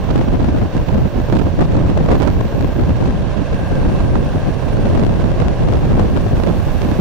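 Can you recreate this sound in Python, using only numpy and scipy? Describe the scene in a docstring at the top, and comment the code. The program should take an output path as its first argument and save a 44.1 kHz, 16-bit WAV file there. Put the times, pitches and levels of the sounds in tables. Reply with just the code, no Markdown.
"""In a railway tunnel, at the open window of a passenger carriage: the train runs towards the tunnel mouth.
Coloured noise makes the wheels roar and ring; narrow noise bands make a whine and the thin song of flanges.
At two microphone ports in the slipstream, noise that follows gusts and lulls makes the buffeting,
with knocks, puffs and ticks; the hardest blasts overload the ports and rasp."""
import sys
import numpy as np
from scipy import signal
from scipy.fft import irfft
from scipy.io import wavfile
from scipy.ndimage import uniform_filter1d, map_coordinates

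SR = 44100
rng = np.random.default_rng(int(sys.argv[2]) if len(sys.argv) > 2 else 0)


def int16_out(signal):
    """Quantize to a 16-bit WAV file."""
    q = np.round(np.clip(np.atleast_2d(signal).T, -1, 1) * 32767)
    wavfile.write(sys.argv[1], SR, q.astype(np.int16))


N = 309096
TIME = np.arange(N) / SR   # s
BINS = np.maximum(np.arange(N // 2 + 1) * SR / N, 1)   # Hz

# Bright hiss off the rails, towards the tunnel mouth. Each row: time in seconds, level in dB.
MOUTH_LEVEL = [(0, -88), (3.2, -59), (4.6, -64), (6.0, -50.5), (6.4, -47), (7.01, -45)]
# Its colour. Each row: frequency in Hz, relative density in dB per Hz.
HISS_COLOUR = [(2000, -15), (3400, 6), (5000, 6), (7000, 3), (9000, 4.5), (12000, 8.5), (16000, 7)]

# Spells in which a flange sings on the rail. Each row: start in seconds, end in seconds,
# relative level in dB, band (0 low, 1 middle, 2 top).
SINGING_SPELLS = [(0.0, 1.45, -66, 2), (0.0, 0.2, -68, 1), (0.846, 1.35, -65, 1), (1.8, 2.701, -69, 2),
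                  (2.15, 2.749, -62, 1), (3.6, 5.051, -57.5, 0), (3.6, 5.202, -67, 2),
                  (5.75, 6.749, -66, 2), (6.2, 7.007, -68, 0), (6.601, 7.012, -62, 1)]
# The bands they sing in. Each row: centre in Hz, width in Hz before squaring, relative level in dB,
# faint singing between spells in relative dB.
SINGING_BANDS = [(9370, 1900, -8.5, -62), (14000, 730, 6.5, -76), (15250, 800, 10, -79)]
SING_RISE_S, SING_FALL_S = 0.12, 0.26   # time constants

# One wheel whines for a while.
WHINE_HZ, WHINE_WIDTH_HZ = 1583, 12   # width before squaring
WHINE_WAVER_DB = 0.06   # wavering of the speed, heard as pitch
WHINE_PEAK_S, WHINE_HOLD_S, WHINE_DB = 3.58, 0.23, -40.5
WHINE_RISE_DB_PER_S, WHINE_FALL_DB_PER_S = 45, 13

# Rough low middle of the roar. Each row: time in seconds, level in dB.
GROWL_LEVEL = [(2.4, -35.5), (3.6, -32.5), (5.4, -30.5), (6.1, -42)]
# Rolling noise between the tunnel walls. 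Each row: time in seconds, relative level in dB.
ROLLING_LEVEL = [(0.0, -43.5), (1.1, -44), (1.7, -43.5), (2.5, -44), (3.7, -42.5), (6.2, -43), (7.01, -41)]
# Its broad colour. Each row: frequency in Hz, relative density in dB per Hz.
ROAR_COLOUR = [(30, 4.5), (110, 5.5), (250, -2.5), (450, -5), (750, -5), (1000, -10.5), (1300, -16.5),
               (2200, -19.5), (3500, -22), (5000, -29.5), (6500, -31.5), (8000, -38), (11500, -47),
               (16000, -48)]
# How alike the roar is at both ports. Each row: frequency in Hz, likeness (0 unrelated, 1 the same).
ROAR_LIKENESS = [(100, 0), (600, 1), (1600, 0.61), (3000, 0.18), (7000, 0), (16000, 0)]
# Resonances of the wheels. Each row: centre in Hz, width in Hz before squaring, relative level in dB.
WHEEL_RESONANCES = [(556, 132, 3.5), (1042, 170, -6.5), (1598, 290, -10.5), (2686, 350, -18),
                    (4440, 380, -28), (5650, 740, -29)]

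# Slipstream between gusts. Each row: time in seconds, strength in dB.
FLOW_STRENGTH = [(0.0, -0.79), (1.5, 0.21), (5.7, 0.37), (7.01, -0.5)]
# Gusts along the carriage. Each row: centre in seconds, rise in dB, half-length in seconds,
# side (-1 left to 1 right).
GUST_SWELLS = [(0.161, 2.5, 0.062, -0.13), (0.433, 5, 0.032, -0.88), (0.647, 3, 0.051, -1.1),
               (0.818, 6, 0.02, -0.92), (0.924, 3.0, 0.048, 0.64), (0.99, 3.5, 0.037, -0.49),
               (1.062, 4.5, 0.019, 0.98), (1.361, 3.5, 0.062, 0.57), (1.607, 6, 0.02407, 0),
               (1.8, 2.5, 0.0851, -0.202), (2.004, 3.5, 0.03, -0.44), (2.128, 6.5, 0.034, -0.032),
               (2.245, 4, 0.04495, 0.99), (2.807, 5, 0.016, -0.65), (3.389, 3.5, 0.041, 0.22),
               (3.528, 4.5, 0.018, -0.32), (3.622, 5, 0.017, -0.99), (3.655, 4, 0.015, 0.94),
               (3.73, 4.5, 0.024, -0.9), (3.872, 5, 0.025, -0.65), (4.155, 4.5, 0.0196, -0.36),
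               (4.35, 6.0, 0.023, 0.71), (4.483, 6.5, 0.023, -1), (4.663, 4, 0.021, 0.18),
               (5.008, 4, 0.12, -0.81), (5.487, 4, 0.016, -0.5), (5.705, 3.5, 0.082, -0.51),
               (5.963, 5.5, 0.091, -0.2), (6.329, 3.5, 0.019, -0.89), (6.681, 6, 0.02, -0.93)]
# Lulls, where the air stream falls away. Each row: centre in seconds, relative change in dB,
# half-length in seconds, side (-1 left to 1 right).
LULL_DIPS = [(0.045, -6, 0.064, -0.92), (0.708, -10, 0.04, 0.3), (0.856, -10, 0.022, 0.503),
             (0.885, -11, 0.038, -0.88), (1.108, -13, 0.033, -0.36), (1.25, -5, 0.049, -0.68),
             (1.268, -7, 0.016, 0.67), (1.391, -6.5, 0.02, -0.89), (1.529, -6.5, 0.047, -0.5),
             (2.247, -4, 0.056, -1), (2.447, -5, 0.031, 0.99), (2.508, -9.5, 0.031, 0.15),
             (2.578, -5.0, 0.021, -0.9), (2.727, -8.5, 0.036, -0.39), (2.978, -4, 0.045, 0.68),
             (3.152, -4.0, 0.069, 0.81), (3.376, -9, 0.16, -0.68), (3.474, -5, 0.033, 0.36),
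             (3.636, -6.5, 0.077, 0.22), (3.68, -5, 0.01976, -0.807), (4.37, -6.5, 0.12, 0.72),
             (4.602, -12.5, 0.093, -0.72), (5.35, -4, 0.028, -0.15), (5.552, -7, 0.022, 0.28),
             (6.298, -6, 0.014, 0.18), (6.442, -4, 0.029, -0.35), (6.648, -10, 0.012, -0.94),
             (6.714, -5, 0.14, -0.97), (6.965, -5, 0.02, 0.61)]

# Colour of large slow swirls. Each row: frequency in Hz, relative density in dB per Hz.
SWIRL_COLOUR = [(12, -27), (25, 5), (50, 2.5), (100, 0.5), (150, -7), (250, -14), (600, -69)]
# Colour of small fast eddies, before they are swept. Each row: frequency in Hz, relative density in dB per Hz.
EDDY_COLOUR = [(30, -4), (70, 1), (130, 4), (220, -3), (350, -9), (600, -17.5), (1000, -35), (2000, -44.5),
               (5000, -63.5)]
# Colour of blasts and puffs. Each row: frequency in Hz, relative density in dB per Hz.
RASP_COLOUR_CURVE = [(50, 0), (200, 4), (400, -3.5), (800, -8.5), (1600, -22.5), (4000, -32.5), (9000, -48),
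                     (16000, -70)]
# Single eddies that knock on a port. Each row: time in seconds, relative pressure in dB,
# port (0 left, 1 right).
THUMP_HITS = [(0.092, 3.5, 1), (0.211, 4, 0), (0.215, -3, 1), (0.283, 7, 1), (0.329, 0.5, 1), (0.349, 7, 0),
              (0.402, 8, 1), (0.49, 6.5, 0), (0.546, 0, 1), (0.55, 4, 0), (0.619, 3, 0), (0.761, -2, 1),
              (0.776, -3.0, 0), (0.888, 6, 1), (0.947, 1, 0), (0.981, 1, 0), (1.02, -9, 1), (1.05, -3, 1),
              (1.16, 0, 1), (1.325, -4, 1), (1.33, 1, 0), (1.419, 7, 1), (1.47, 4, 1), (1.595, 8, 0),
              (1.622, 7.5, 0), (1.777, 4, 1), (1.804, 2.5, 1), (1.84, -5, 0), (1.861, 2.5, 0),
              (1.915, 4, 0), (1.97, 1, 1), (2.01, 7, 0), (2.055, 1.5, 1), (2.452, -0.5, 1), (2.581, -1, 1),
              (2.615, -1, 0), (2.636, 2, 1), (2.648, -0.5, 0), (2.792, 4, 1), (2.812, -2, 0), (2.892, 2, 0),
              (2.908, 4.5, 1), (3.026, 2.5, 1), (3.088, 1.5, 0), (3.369, -1, 1), (3.393, 3.5, 1),
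              (3.422, 3.5, 1), (3.717, 1, 0), (3.781, 1, 0), (3.85, 2, 0), (3.864, 2.5, 1), (4.139, -3, 0),
              (4.192, 0, 0), (4.476, 0, 0), (4.849, -0.5, 0), (4.879, 3, 1), (4.996, 7.5, 1), (5.019, 3, 1),
              (5.041, 2, 0), (5.134, -4, 0), (5.174, -2, 0), (5.243, 6, 1), (5.277, 3.5, 1), (5.652, -1, 0),
              (5.746, 4, 1), (5.772, 1, 1), (5.878, -4, 0), (5.912, 3.5, 1), (5.939, -3, 0),
              (5.981, 4.5, 0), (6.006, -5, 0), (6.026, 6, 1), (6.055, 2, 1), (6.063, -5, 0),
              (6.087, -0.5, 0), (6.138, -2, 0), (6.161, 3, 0), (6.268, 4, 0), (6.333, 3, 0), (6.333, -3, 1),
              (6.554, -2, 1), (6.864, -1.2, 1), (6.89, 2.5, 0), (6.921, 5, 1), (6.996, 7, 0)]
# Colour of those knocks. Each row: frequency in Hz, relative density in dB per Hz.
THUMP_COLOUR_CURVE = [(80, -22), (170, 5.5), (280, 3), (450, -9), (700, -12), (1100, -26), (2000, -34),
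                      (4000, -43), (9000, -63.5), (16000, -79)]
# Steep pressure fronts that click at a port. Each row: time in seconds, relative pressure in dB,
# port (0 left, 1 right).
TICK_FRONTS = [(0.179, 0, 1), (0.779, -2, 1), (1.353, -1, 1), (1.621, -2, 0), (1.772, 0, 1), (1.901, -1, 1),
               (2.133, 1, 1), (2.148, -4, 1), (2.202, 1, 1), (2.221, 7, 1), (2.302, -1, 0), (2.61, 1, 1),
               (2.626, -3, 0), (3.058, -5, 0), (3.391, -7, 1), (4.996, -1, 0), (5.037, -1, 1), (5.05, 0, 0),
               (5.484, 4.5, 0), (5.737, 1, 1), (5.964, 1, 1), (5.984, -2.5, 0), (6.819, 4, 1),
               (6.916, 0, 1)]
# The hardest blasts of air. Each row: time in seconds, relative pressure in dB,
# length in seconds before the rise and fall factors, port (0 left, 1 right).
HARD_BLASTS = [(0.108, 3.5, 0.006, 1), (0.158, 1, 0.0034, 0), (0.16, 3.5, 0.0025, 1), (0.445, 2, 0.0028, 0),
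               (0.487, -1, 0.0038, 1), (0.768, 1, 0.0039, 1), (0.945, -1, 0.0049, 0),
               (0.982, -2.5, 0.0044, 0), (1.3, -1, 0.0021, 1), (1.326, 3, 0.0063, 1),
               (1.354, -3, 0.0026, 1), (1.359, 4, 0.0036, 0), (1.369, 2.5, 0.0054, 1),
               (1.393, 4.5, 0.0058, 1), (1.609, 2, 0.005, 1), (1.614, -1.5, 0.0072, 0),
               (1.754, 5, 0.003, 1), (1.769, 1, 0.005, 0), (1.896, 1, 0.0063, 1), (1.976, 1, 0.0034, 0),
               (2.09, 3.5, 0.0072, 1), (2.105, 5, 0.0038, 1), (2.117, 1.5, 0.012, 0), (2.118, 7, 0.0056, 1),
               (2.129, -4, 0.0075, 0), (2.139, 1, 0.013, 1), (2.153, 1, 0.0038, 0), (2.208, 2.5, 0.0093, 1),
               (2.229, 5, 0.008, 1), (2.253, 1.0, 0.0031, 1), (2.276, 5.5, 0.011, 1), (2.41, 1, 0.0039, 0),
               (2.797, -1, 0.0038, 0), (3.059, 2, 0.0031, 1), (4.005, 0.5, 0.0051, 1),
               (4.156, 1, 0.0033, 1), (4.952, 2, 0.004, 1), (4.976, 5, 0.004, 0), (5.066, 2, 0.0032, 0),
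               (5.402, 2, 0.0035, 0), (5.421, 4.5, 0.0084, 1), (5.687, -2, 0.0044, 0),
               (5.725, 1, 0.0039, 0), (5.997, 1.5, 0.0037, 0), (6.166, 2, 0.0035, 1), (6.173, 1, 0.0038, 0),
               (6.437, 5.5, 0.0035, 1), (6.473, 2, 0.0029, 1), (6.487, 1, 0.015, 1)]
# Lesser blasts come at random, more often in strong flow; the rate is for one port at 0 dB of flow.
LESSER_PER_S, LESSER_DB, LESSER_SPREAD_DB, LESSER_LENGTH_S = 5.0, -3.5, 0.9, 0.0027

OVERLOAD = 0.49   # largest pressure that a port passes
CUTOFF_HZ = 15750   # top of the recorded band


def from_db(db):
    """Decibels to amplitude gain."""
    return 10 ** (np.asarray(db) / 20)


def rms_one(x):
    """Scale to an rms of 1."""
    return x / np.sqrt(np.mean(x ** 2) + 1e-20)


def in_time(rows):
    """Each column of a curve, joined by straight lines at every sample."""
    s, *columns = np.transpose(rows)
    return np.array([np.interp(TIME, s, column) for column in columns])


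def over_bins(points):
    """A curve over frequency, joined on a log axis."""
    hz, value = np.transpose(points)
    return np.interp(np.log(BINS), np.log(hz), value)


def resonance(hz, width_hz):
    """Gain of one resonance, 1 on top."""
    return 1 / np.hypot(1, (BINS ** 2 - hz ** 2) / (BINS * width_hz))


def noise(gain, likeness=0):
    """Stereo noise of a given colour and left-right likeness; rms 1."""
    real = rng.standard_normal((2, len(BINS)))
    imaginary = rng.standard_normal((2, len(BINS)))
    mid, side = real + 1j * imaginary
    alike = np.clip(likeness, -1, 1)
    both = np.sqrt(1 + alike) * mid + np.sqrt(1 - alike) * side * [[1], [-1]]
    return rms_one(irfft(gain * both, N))


def flutter(low_hz, high_hz):
    """Random wavering between two rates, different at each port; rms 1."""
    slow_cut = 1 + (low_hz / BINS) ** 4
    fast_cut = 1 + (BINS / high_hz) ** 4
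    return noise(1 / np.sqrt(slow_cut * fast_cut))


def evened(x, window_s):
    """Noise with its chance swells evened out, so that an envelope sets its strength; rms 1."""
    power = uniform_filter1d(x ** 2, max(int(window_s * SR), 3), axis=-1)
    return rms_one(x / np.sqrt(np.abs(power) + .05 * power.mean()))


def filtered(x, kind, hz, order):
    """Butterworth high- or low-pass."""
    sections = signal.butter(order, min(hz, .45 * SR), kind, fs=SR, output="sos")
    return signal.sosfilt(sections, x)


def panned(right_db):
    """Gains of the two ports for a sound that is louder on the right by this much."""
    return from_db(right_db * np.array([[-.5], [.5]]))


def swept(pattern, speed):
    """A frozen pattern of pressure passes each port: more speed, higher pitch."""
    travelled = np.cumsum(speed, axis=1) % (N - 1)
    return np.array([map_coordinates(p, [d], order=3) for p, d in zip(pattern, travelled)])


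def burst(s, rise_s, fall_s):
    """The samples around a burst of pressure, their age in s and its bell-shaped rise and fall."""
    near = slice(max(int((s - .1) * SR), 0), int((s + .1) * SR))
    age_s = TIME[near] - s
    side_s = np.where(age_s < 0, rise_s, fall_s)
    return near, age_s, np.exp(-(age_s / side_s) ** 2)


def rail_hiss():
    """A broad bright hiss off the rails, strongest near the end of the tunnel."""
    return from_db(in_time(MOUTH_LEVEL)) * noise(from_db(over_bins(HISS_COLOUR)))


def singing_spell(start, end, db):
    """Gain of one spell of flange song: it rises, holds from start to end, and fades."""
    before = (start - TIME) / SING_RISE_S
    after = (TIME - end) / SING_FALL_S
    return from_db(db) * np.exp(-np.maximum(before, after).clip(0))


def flanges(level_db=8.0, waver_db=1.9):
    """Steel rubbing on steel sings in narrow high bands, in spells over a faint steady song."""
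    out = 0
    for k, (hz, width_hz, band_db, faint_db) in enumerate(SINGING_BANDS):
        spells = [singing_spell(start, end, db)
                  for start, end, db, band in SINGING_SPELLS if round(band) == k]
        rubbing = np.hypot(from_db(faint_db), sum(spells))
        out = out + from_db(band_db) * rubbing * noise(resonance(hz, width_hz) ** 2)
    return from_db(level_db + waver_db * flutter(low_hz=3, high_hz=30)) * out


def whine(upper_hz=2680, upper_width_hz=140, upper_db=-20, flicker_db=1.0):
    """One wheel rings in a fine tone, wavering slightly in pitch, with a hazier upper resonance."""
    after_s = TIME - WHINE_PEAK_S
    rise_db = WHINE_RISE_DB_PER_S * after_s
    fall_db = -WHINE_FALL_DB_PER_S * (after_s - WHINE_HOLD_S).clip(0)
    level_db = WHINE_DB + np.minimum(rise_db, fall_db)
    upper = from_db(upper_db) * resonance(upper_hz, upper_width_hz) ** 2
    modes = resonance(WHINE_HZ, WHINE_WIDTH_HZ) ** 2 + upper
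    speed = from_db(WHINE_WAVER_DB * flutter(low_hz=2.44, high_hz=9.2))
    tone = swept(evened(noise(modes, likeness=0.65), window_s=.04), speed)
    return from_db(level_db + flicker_db * flutter(low_hz=8, high_hz=30)) * tone


def growl(hz=450, width_hz=520, rough_db=2.5):
    """Quickly fluttering noise fills out the low middle of the roar, then sinks back near the end."""
    level_db = in_time(GROWL_LEVEL) + rough_db * flutter(low_hz=30, high_hz=70)
    return from_db(level_db) * noise(resonance(hz, width_hz) ** 3)


def wheels(roar_db=16.0, ring_db=10.0, right_db=2.5, waver_db=1.28):
    """Rough rails make the wheels roar and ring; the tunnel smears both into a steady sound."""
    rolling_db, = in_time(ROLLING_LEVEL)
    mode_powers = [(from_db(db) * resonance(hz, width_hz) ** 2) ** 2 for hz, width_hz, db in WHEEL_RESONANCES]
    modes = np.sqrt(sum(mode_powers))
    roar = from_db(rolling_db + roar_db) * noise(from_db(over_bins(ROAR_COLOUR)), over_bins(ROAR_LIKENESS))
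    ring = from_db(rolling_db + ring_db) * noise(modes, likeness=0.76)
    waver = from_db(waver_db * flutter(low_hz=1.2, high_hz=15.5))
    return (roar + ring) * panned(right_db) * waver


def swells(rows):
    """Flat-topped swells of the air stream, weaker at the port on the far side; dB at each port."""
    out = np.zeros((2, N))
    for s, db, length_s, side in rows:
        near = np.abs(TIME - s) < 2 * length_s
        share = np.clip(1 + side * np.array([[-1], [1]]), 0, 1)
        out[:, near] += db * share * np.exp(-((TIME[near] - s) / length_s) ** 4)
    return out


def slipstream(lull_share=1.05, churn_db=1.5, shared_churn_db=0.89):
    """Air stream at each port in dB: flow, gusts, lulls, and churning partly common to both ports."""
    own_churn = churn_db * flutter(low_hz=9.1, high_hz=20.1)
    shared_churn = shared_churn_db * flutter(low_hz=9.2, high_hz=20.7)[0]
    shifts = swells(GUST_SWELLS) + lull_share * swells(LULL_DIPS)
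    return in_time(FLOW_STRENGTH) + shifts + own_churn + shared_churn


def ticks(level_db=-12.0, edge_s=0.00004, tail_s=0.00031):
    """Pressure at a port leans one way, then snaps to the other within a fraction of a millisecond."""
    out = np.zeros((2, N))
    signs = rng.choice([-1, 1], len(TICK_FRONTS))
    for (s, pressure_db, port), sign in zip(TICK_FRONTS, signs):
        near, age_s, _ = burst(s, tail_s, tail_s)
        front = np.tanh(age_s / edge_s) * np.exp(-np.abs(age_s) / tail_s)
        out[int(round(port)), near] += sign * from_db(pressure_db) * front
    return from_db(level_db) * out


def puffs(flow_db, level_db=-29.5, spread_db=6.0, top_db=10.5, right_db=2.0):
    """The air stream breaks into many short knocking puffs, louder in gusts."""
    spread = np.minimum(flutter(low_hz=22, high_hz=81.4), 2)
    push_db = np.minimum(flow_db, top_db) + spread_db * spread
    return from_db(level_db + push_db) * panned(right_db) * noise(from_db(over_bins(RASP_COLOUR_CURVE)))


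def thumps(level_db=-13.0, rise_s=0.0066, fall_s=0.0061):
    """An eddy that hits a port squarely gives a dull knock a few cycles long."""
    force = np.zeros((2, N))
    for s, pressure_db, port in THUMP_HITS:
        near, _, swell = burst(s, rise_s, fall_s)
        force[int(round(port)), near] += from_db(pressure_db) * swell
    pressure = evened(noise(from_db(over_bins(THUMP_COLOUR_CURVE))), window_s=0.0086)
    return from_db(level_db) * force * pressure


def eddies(flow_db, level_db=-18.0, flow_share=1.05, flutter_db=2.0, speed_share=.15, top_db=6.0, right_db=2.0):
    """Small eddies grow louder and quicker together as the air speeds up, until the flow saturates."""
    push_db = flow_share * np.minimum(flow_db, top_db) + flutter_db * flutter(low_hz=12.5, high_hz=59.0)
    pattern = evened(noise(from_db(over_bins(EDDY_COLOUR))), window_s=0.0276)
    pressure = swept(pattern, from_db(speed_share * push_db))
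    return from_db(level_db + push_db) * panned(right_db) * pressure


def swirls(flow_db, level_db=-16.0, flow_share=1.03, flutter_db=1.2, right_db=3.5, top_db=7.5):
    """Large swirls thump against the ports, harder on the gustier side."""
    push_db = flow_share * np.minimum(flow_db, top_db) + flutter_db * flutter(low_hz=9.6, high_hz=27)
    pressure = evened(noise(from_db(over_bins(SWIRL_COLOUR))), window_s=0.0527)
    return from_db(level_db + push_db) * panned(right_db) * pressure


def lesser_blasts(flow_db):
    """Random rows of small blasts; their rate follows the flow at each port."""
    chance = LESSER_PER_S * from_db(flow_db) / SR
    ports, samples = np.nonzero(rng.random((2, N)) < chance)
    pressure_db = LESSER_DB + LESSER_SPREAD_DB * rng.standard_normal(N)
    return [(TIME[i], pressure_db[i], LESSER_LENGTH_S, port) for port, i in zip(ports, samples)]


def blasts(flow_db, swing_db=-10.0, swing_hz=260, swing_width_hz=400, rasp_db=-13.5,
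           rise_lengths=0.77, fall_lengths=1.3, snap_db=-9.0, snap_s=0.00026):
    """A blast swings the pressure at one port violently, with a rasp and a sudden front that dies away."""
    force, fronts = np.zeros((2, 2, N))
    for s, pressure_db, length_s, port in HARD_BLASTS + lesser_blasts(flow_db):
        port = int(round(port))
        near, age_s, swell = burst(s, rise_lengths * length_s, fall_lengths * length_s)
        force[port, near] += from_db(pressure_db) * swell
        snap = (age_s >= 0) * np.exp(-np.abs(age_s) / snap_s)
        fronts[port, near] += from_db(pressure_db + snap_db) * snap
    swing = from_db(swing_db) * evened(noise(resonance(swing_hz, swing_width_hz) ** 3), window_s=0.0062)
    rasp = from_db(rasp_db) * evened(noise(from_db(over_bins(RASP_COLOUR_CURVE))), window_s=0.0074)
    return force * (swing + rasp) + filtered(fronts, "low", hz=3000, order=1)


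def scene():
    """Wind at the ports over the sound of the train."""
    flow_db = slipstream()
    train = rail_hiss() + flanges() + whine() + growl() + wheels()
    wind = ticks() + puffs(flow_db) + thumps() + eddies(flow_db) + swirls(flow_db) + blasts(flow_db)
    return train + wind


def record(dry, bass_cut_hz=15, treble_cut_hz=10500):
    """The ports overload; the bass cut tilts the flat tops, the treble cuts dull their edges."""
    clipped = dry / (1 + (dry / OVERLOAD) ** 24) ** (1 / 24)
    tilted = filtered(clipped, "high", bass_cut_hz, order=1)
    dulled = filtered(tilted, "low", treble_cut_hz, order=2)
    band_limit = signal.ellip(10, .2, 70, CUTOFF_HZ, fs=SR, output="sos")   # steep low-pass
    return signal.sosfilt(band_limit, dulled)


dry = scene()
out = record(dry)
int16_out(out)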